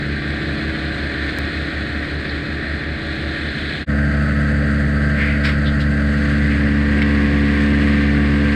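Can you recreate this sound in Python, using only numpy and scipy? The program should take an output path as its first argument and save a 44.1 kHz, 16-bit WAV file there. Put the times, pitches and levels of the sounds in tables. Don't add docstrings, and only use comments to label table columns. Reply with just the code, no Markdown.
import sys
import numpy as np
from scipy import signal
from scipy.fft import rfft, irfft
from scipy.io import wavfile
from scipy.ndimage import uniform_filter1d

SR = 44100
rng = np.random.default_rng(int(sys.argv[2]) if len(sys.argv) > 2 else 0)


def dump(signal):
    limited = np.clip(np.atleast_2d(signal).T, -1, 1)
    pcm = np.round(limited * 32767).astype(np.int16)
    wavfile.write(sys.argv[1], SR, pcm)


N = 377055
T = np.arange(N) / SR
FRAME_S = np.arange(N // 512 + 2)[:, None] * 512 / SR
BIN_HZ = np.fft.rfftfreq(2048, 1 / SR)
MOVE_S = 3.858


def amp(db):
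    return 10 ** (np.asarray(db) / 20)


def unit_rms(x):
    return x / np.sqrt(np.mean(x ** 2) + 1e-20)


def spectra(rows, hz):
    row_hz, *columns = np.transpose(rows)
    octave, known = np.log2(hz + 1), np.log2(row_hz)
    outside_oct = abs(octave - np.clip(octave, known[0], known[-1]))
    return [np.interp(octave, known, column) - 60 * outside_oct for column in columns]


def unit_power(rows):
    db = spectra(rows, BIN_HZ)[0]
    return db - 10 * np.log10(np.sum(amp(db) ** 2) * BIN_HZ[1])


def colour(white, density_db):
    frames = signal.stft(white, nperseg=2048, noverlap=1536)[2]
    shaped = frames * amp(density_db).T * np.sqrt(SR / 2)
    return signal.istft(shaped, nperseg=2048, noverlap=1536)[1][:N]


def drift(rate_hz):
    hz = np.fft.rfftfreq(4096, 1 / 400)
    slow = irfft(rfft(rng.standard_normal(4096)) / (1 + (hz / rate_hz) ** 4))
    return np.interp(T, np.arange(4096) / 400, unit_rms(slow))


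def tone(cycles, level_db, waver, waver_hz):
    angle = 2 * np.pi * (cycles % 1)
    wave = (1 + waver * drift(waver_hz)) * np.cos(angle) + waver * drift(waver_hz) * np.sin(angle)
    return amp(level_db) * wave * np.sqrt(2 / (1 + 2 * waver ** 2))


def harmonic_cycles(k, cycles):
    return k * cycles + .6 - k ** 2 / 3


def stalks(rate_hz, spread_db, ring_s, share):
    sizes = amp(spread_db * np.minimum(rng.exponential(1, N), 3))
    hits = sizes * (rng.random(N) < rate_hz / SR)
    power = signal.lfilter([1], [1, -np.exp(-2 / (ring_s * SR))], hits ** 2)
    return rng.standard_normal(N) * np.sqrt(1 - share + share * power / power.mean())


def by_place(t, drawbar, behind, over, rise_start_s=5.74, rise_length_s=1.49):
    risen = np.sin(np.pi / 2 * np.clip((t - rise_start_s) / rise_length_s, 0, 1)) ** 2
    return np.where(t < MOVE_S, drawbar, behind + risen * (over - behind))


def stepped_back(t, farthest_s=2.03, half_length_s=1.36):
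    return np.exp(-((t - farthest_s) / half_length_s) ** 2) * (t < MOVE_S)


def turned(t, start_s=1.64):
    return np.clip((t - start_s) / (MOVE_S - start_s), 0, 1) ** 2 * (t < MOVE_S)


# freq_hz, drawbar_db, behind_db, over_db
AIR_SPECTRUM = [(20, -69, -75, -65.4), (32, -62, -63, -63), (45, -62, -55.5, -57),
                (100, -54.5, -51.5, -50.5), (160, -54, -48, -48), (254, -55.5, -56, -50.5),
                (341, -59.5, -61.5, -57), (453, -62.7, -63.5, -63), (614, -66, -60, -63),
                (776, -71.5, -71.5, -70.5), (935, -80, -79, -72.5)]


def air_roar(trim_db=.7):
    density_db = by_place(FRAME_S, *spectra(AIR_SPECTRUM, BIN_HZ)) + trim_db
    return colour(rng.standard_normal(N), density_db) * amp(.47 * drift(11))


def click(start_s=1.387, level_db=-10, decay_s=.00059):
    age_s = T - start_s
    return -amp(level_db) * (age_s >= 0) * np.exp(-abs(age_s) / decay_s)


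# freq_hz, gain_db
RASP_COLOUR = [(20, 7), (4600, 1.5), (5400, -2), (6000, -16), (8500, -2), (9500, -23), (11000, -7),
               (13200, -19), (15000, -31)]
# peak_s, decay_s, level_db, centre_hz, width_oct
WAD_TEARS = [(2.295, 0.018, -34, 4100, 0.084), (2.65, .04, -27, 1850, 0.067), (5.22, 0.084, -22, 1980, .16),
             (5.31, 0.11, -31, 2040, 0.12), (5.453, 0.015, -19, 1840, 0.24), (5.46, .028, -33, 4450, .24),
             (5.495, .035, -24.5, 1820, .3), (5.672, .024, -29.5, 3480, .16),
             (5.812, 0.017, -30.5, 3400, 0.38), (6.52, 0.038, -29, 2170, 0.16)]
# peak_s, level_db
STALK_SNAPS = [(7.0197, -18), (7.027, -22)]


def feed_rotor(skirt=1.86):
    out, hz = np.zeros(N), np.fft.rfftfreq(SR, 1 / SR)
    strikes = stalks(rate_hz=900, spread_db=2, ring_s=.002, share=.3)
    mic_colour = amp(spectra(RASP_COLOUR, hz)[0])

    def rasp(peak_s, level_db, rise_s, decay_s, centre_hz, width_oct):
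        span = slice(round(peak_s * SR) - SR // 2, round(peak_s * SR) + SR // 2)
        detune = np.log2((hz + 1) / centre_hz) / width_oct
        band = mic_colour * (1 + detune ** 2 / skirt) ** (-skirt / 2)
        t = T[span] - peak_s
        swell = np.exp(np.where(t < 0, -(t / rise_s) ** 2 / 2, -abs(t) / decay_s))
        out[span] += amp(level_db) * swell * unit_rms(irfft(rfft(strikes[span]) * band))

    for peak_s, decay_s, level_db, centre_hz, width_oct in WAD_TEARS:
        rasp(peak_s, level_db, .45 * decay_s, decay_s, centre_hz, width_oct)
    for peak_s, level_db in STALK_SNAPS:
        rasp(peak_s, level_db, rise_s=.001, decay_s=.004, centre_hz=2000, width_oct=.28)
    return out


# freq_hz, drawbar_db, tailgate_db
GEAR_TONES = [(43.3, -48, -51), (125.3, -55, -46), (319.6, -35, -45.5), (396.7, -46, -61.5),
              (567, -46, -48), (698.5, -50, -63), (1169, -51.5, -54.5)]


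def gears(passes):
    shaft_s = passes / np.mean(BLOWER_SPEED, axis=0)[1]
    whine = sum(tone(hz * shaft_s, np.where(T < MOVE_S, drawbar_db, tailgate_db), .13, waver_hz=1.9)
                for hz, drawbar_db, tailgate_db in GEAR_TONES)
    lobe_db = 4.5 * np.sin(np.pi * stepped_back(T)) ** 2
    return whine * amp(lobe_db - 4.5 * turned(T) - .5)


# harmonic, drawbar_db, tailgate_db
FIRING_HARMONICS = [(1, -33.5, -42), (2, -42, -44.5), (3, -55, -60.5)]


def engine(passes, beat_hz=5.4, first_null_s=.035):
    firings = passes + beat_hz * (T - first_null_s) + .5
    out = np.zeros(N)
    for k, drawbar_db, tailgate_db in FIRING_HARMONICS:
        level_db = np.where(T < MOVE_S, drawbar_db, tailgate_db)
        out += tone(harmonic_cycles(k, firings), level_db, waver=.11, waver_hz=2.8)
    return out


# time_s, flow_db
STRAW_FLOW = [(0.0, -1.2), (0.62, 0.35), (1.52, 0.5), (1.72, -0.3), (2.52, -1.1), (2.82, -1.1),
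              (2.92, -2.2), (3.12, 0.1), (3.72, 1.1), (3.96, -0.3), (4.26, 0.6), (6.0, 0.2), (6.2, 2),
              (6.6, 1.1), (6.7, -0.5), (7.96, 0.9), (8.26, -0.4), (8.55, 1)]


def straw_db(drawbar_db, behind_db, over_db, turn_db, flow_slope):
    place_db = by_place(FRAME_S, drawbar_db, behind_db, over_db) + turn_db * turned(FRAME_S)
    return place_db + flow_slope * np.interp(FRAME_S, *np.transpose(STRAW_FLOW))


# freq_hz, relative_db
DRAWBAR_HISS = [(560, -47), (950, -22.5), (1060, -21.5), (1140, -13), (1230, -17.5), (1430, -6), (1760, -3),
                (1970, -5.5), (2400, -11), (2690, -22), (3390, -15.5), (4130, -13.5), (5100, -28.5),
                (6630, -58), (11200, -120)]
BEHIND_HISS = [(560, -60), (950, -43), (1050, -20), (1220, -19.5), (1260, -10.5), (1530, -3), (1990, -5.5),
               (2190, -16), (2630, -22), (3120, -26.5), (3690, -29.5), (4620, -24), (5100, -34),
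               (6630, -64), (11200, -120)]
OVER_HISS = [(560, -43), (950, -18.5), (1010, -17), (1110, -8), (1180, -5), (1290, -12), (1370, -8),
             (1530, -3), (1870, 1.5), (2830, -11.5), (3070, -16), (4250, -20.5), (5100, -24.5),
             (6630, -47.5), (11200, -120)]
# centre_hz, width_hz, drawbar_lift_db, behind_lift_db, over_lift_db
PANEL_MODES = [(1647, 70, 3, -0.91, 2), (2100, 50, 0.5, 0.31, 1.5), (2556, 110, 8, 1.8, -1.5),
               (2815, 56, 8, -0.31, 3.5), (3060, 55, 6.5, -1, 2.5), (3420, 140, 5, 0, 3.5),
               (4150, 130, 3.5, 0, 4), (4560, 400, 0, 1.3, 3.5)]


def straw_hiss(scour_hz=3400, scour_width_oct=.28):
    shape_db = by_place(FRAME_S, *map(unit_power, (DRAWBAR_HISS, BEHIND_HISS, OVER_HISS)))
    for centre_hz, width_hz, *lifts_db in PANEL_MODES:
        shape_db += by_place(FRAME_S, *lifts_db) / (1 + (2 * (BIN_HZ - centre_hz) / width_hz) ** 2)
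    scour_band = np.exp(-(np.log2((BIN_HZ + 1) / scour_hz) / scour_width_oct) ** 2 / 2)
    shape_db += scour_band * straw_db(-.9, 2.3, 1, turn_db=3, flow_slope=1)
    level_db = straw_db(-29.1, -28.6, -27.6, turn_db=-1, flow_slope=.95)
    return colour(stalks(rate_hz=700, spread_db=.5, ring_s=.002, share=.24), shape_db + level_db)


# freq_hz, relative_db
FIZZ_SPECTRUM = [(5000, -22.5), (5800, -5.5), (6600, -0.5), (7200, -4), (8300, 1.5), (9000, -8),
                 (9800, -15.5), (10700, -9.5), (11500, -16.5), (13300, -21), (15000, -29)]


def straw_fizz(flicker_db=1.1):
    patches = rng.standard_normal((len(FRAME_S), len(BIN_HZ)))
    patches = uniform_filter1d(patches, size=3, axis=0)
    patches = uniform_filter1d(patches, size=24, axis=1)
    shape_db = unit_power(FIZZ_SPECTRUM) + flicker_db * unit_rms(patches)
    level_db = straw_db(-57.5, -56, -55, turn_db=.2, flow_slope=1.5)
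    return colour(stalks(rate_hz=500, spread_db=2.5, ring_s=.0015, share=.25), shape_db + level_db)


def chute(passes):
    angle = 2 * np.pi * passes
    pulsing = 1 + .045 * np.cos(angle) + .06 * np.cos(2 * angle)
    flutter = .055 * np.cos(1.5 * angle)
    return (straw_hiss() + straw_fizz()) * (pulsing + flutter) * amp(.54 * drift(25))


# time_s, paddle_rate_hz
BLOWER_SPEED = [(0, 71.85), (1.1, 71.8), (1.35, 71.55), (1.7, 72.05), (3, 72.1), (4.2, 71.87), (6, 71.83),
                (8.6, 71.85)]


def paddle_passes():
    return np.cumsum(np.interp(T, *np.transpose(BLOWER_SPEED))) / SR


# harmonic, drawbar_db, behind_db, over_db
PADDLE_HARMONICS = [(1, -30.5, -20, -19.5), (2, -36, -23, -25.5), (3, -38, -23, -19),
                    (4, -36, -28.5, -22.5), (5, -45, -65, -37), (6, -48, -46.5, -37.5),
                    (7, -74, -38, -35.5), (8, -55, -44, -61), (9, -49.5, -40.5, -62.5),
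                    (10, -50.5, -61.5, -44.5), (11, -58.5, -56.5, -66), (12, -60, -54.5, -61.5),
                    (13, -69, -64, -50.5), (14, -57.5, -58, -49.5), (15, -66.5, -53.5, -45),
                    (16, -62.5, -49, -43), (17, -57, -60, -53), (18, -53, -42.5, -49), (21, -57, -44, -48),
                    (22, -44, -36.5, -35.5), (23, -49, -52, -43.5), (25, -41.5, -41.5, -38.5),
                    (26, -41.5, -43, -43.5), (27, -51, -46.5, -40.5)]


def blower(passes):
    t, out = T[::256], np.zeros(N)
    at_drawbar = t < MOVE_S
    hood_db = at_drawbar * (6.5 - 13 * stepped_back(t))
    facing_db = np.where(at_drawbar, 1.3 - 4.3 * turned(t), -.22)
    for k, *places_db in PADDLE_HARMONICS:
        level_db = by_place(t, *places_db) + facing_db
        if k in (2, 3):
            level_db += hood_db
        waver = min(.02 * k, .5)
        out += tone(harmonic_cycles(k, passes), np.interp(T, t, level_db), waver, waver_hz=2.5)
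    return out


def scene():
    passes = paddle_passes()
    machine = blower(passes) + engine(passes) + gears(passes) + air_roar()
    return (machine + chute(passes) + feed_rotor() + click())[None]


def record(dry):
    fade_s, cutoff_hz = .036, 15700
    fade = np.clip(abs(T - MOVE_S) / fade_s, 0, 1) ** 2
    lowpass = signal.firwin(511, cutoff_hz, window=("kaiser", 9), fs=SR)
    return signal.oaconvolve(dry * fade, lowpass[None], "same")


dry = scene()
out = record(dry)
dump(out)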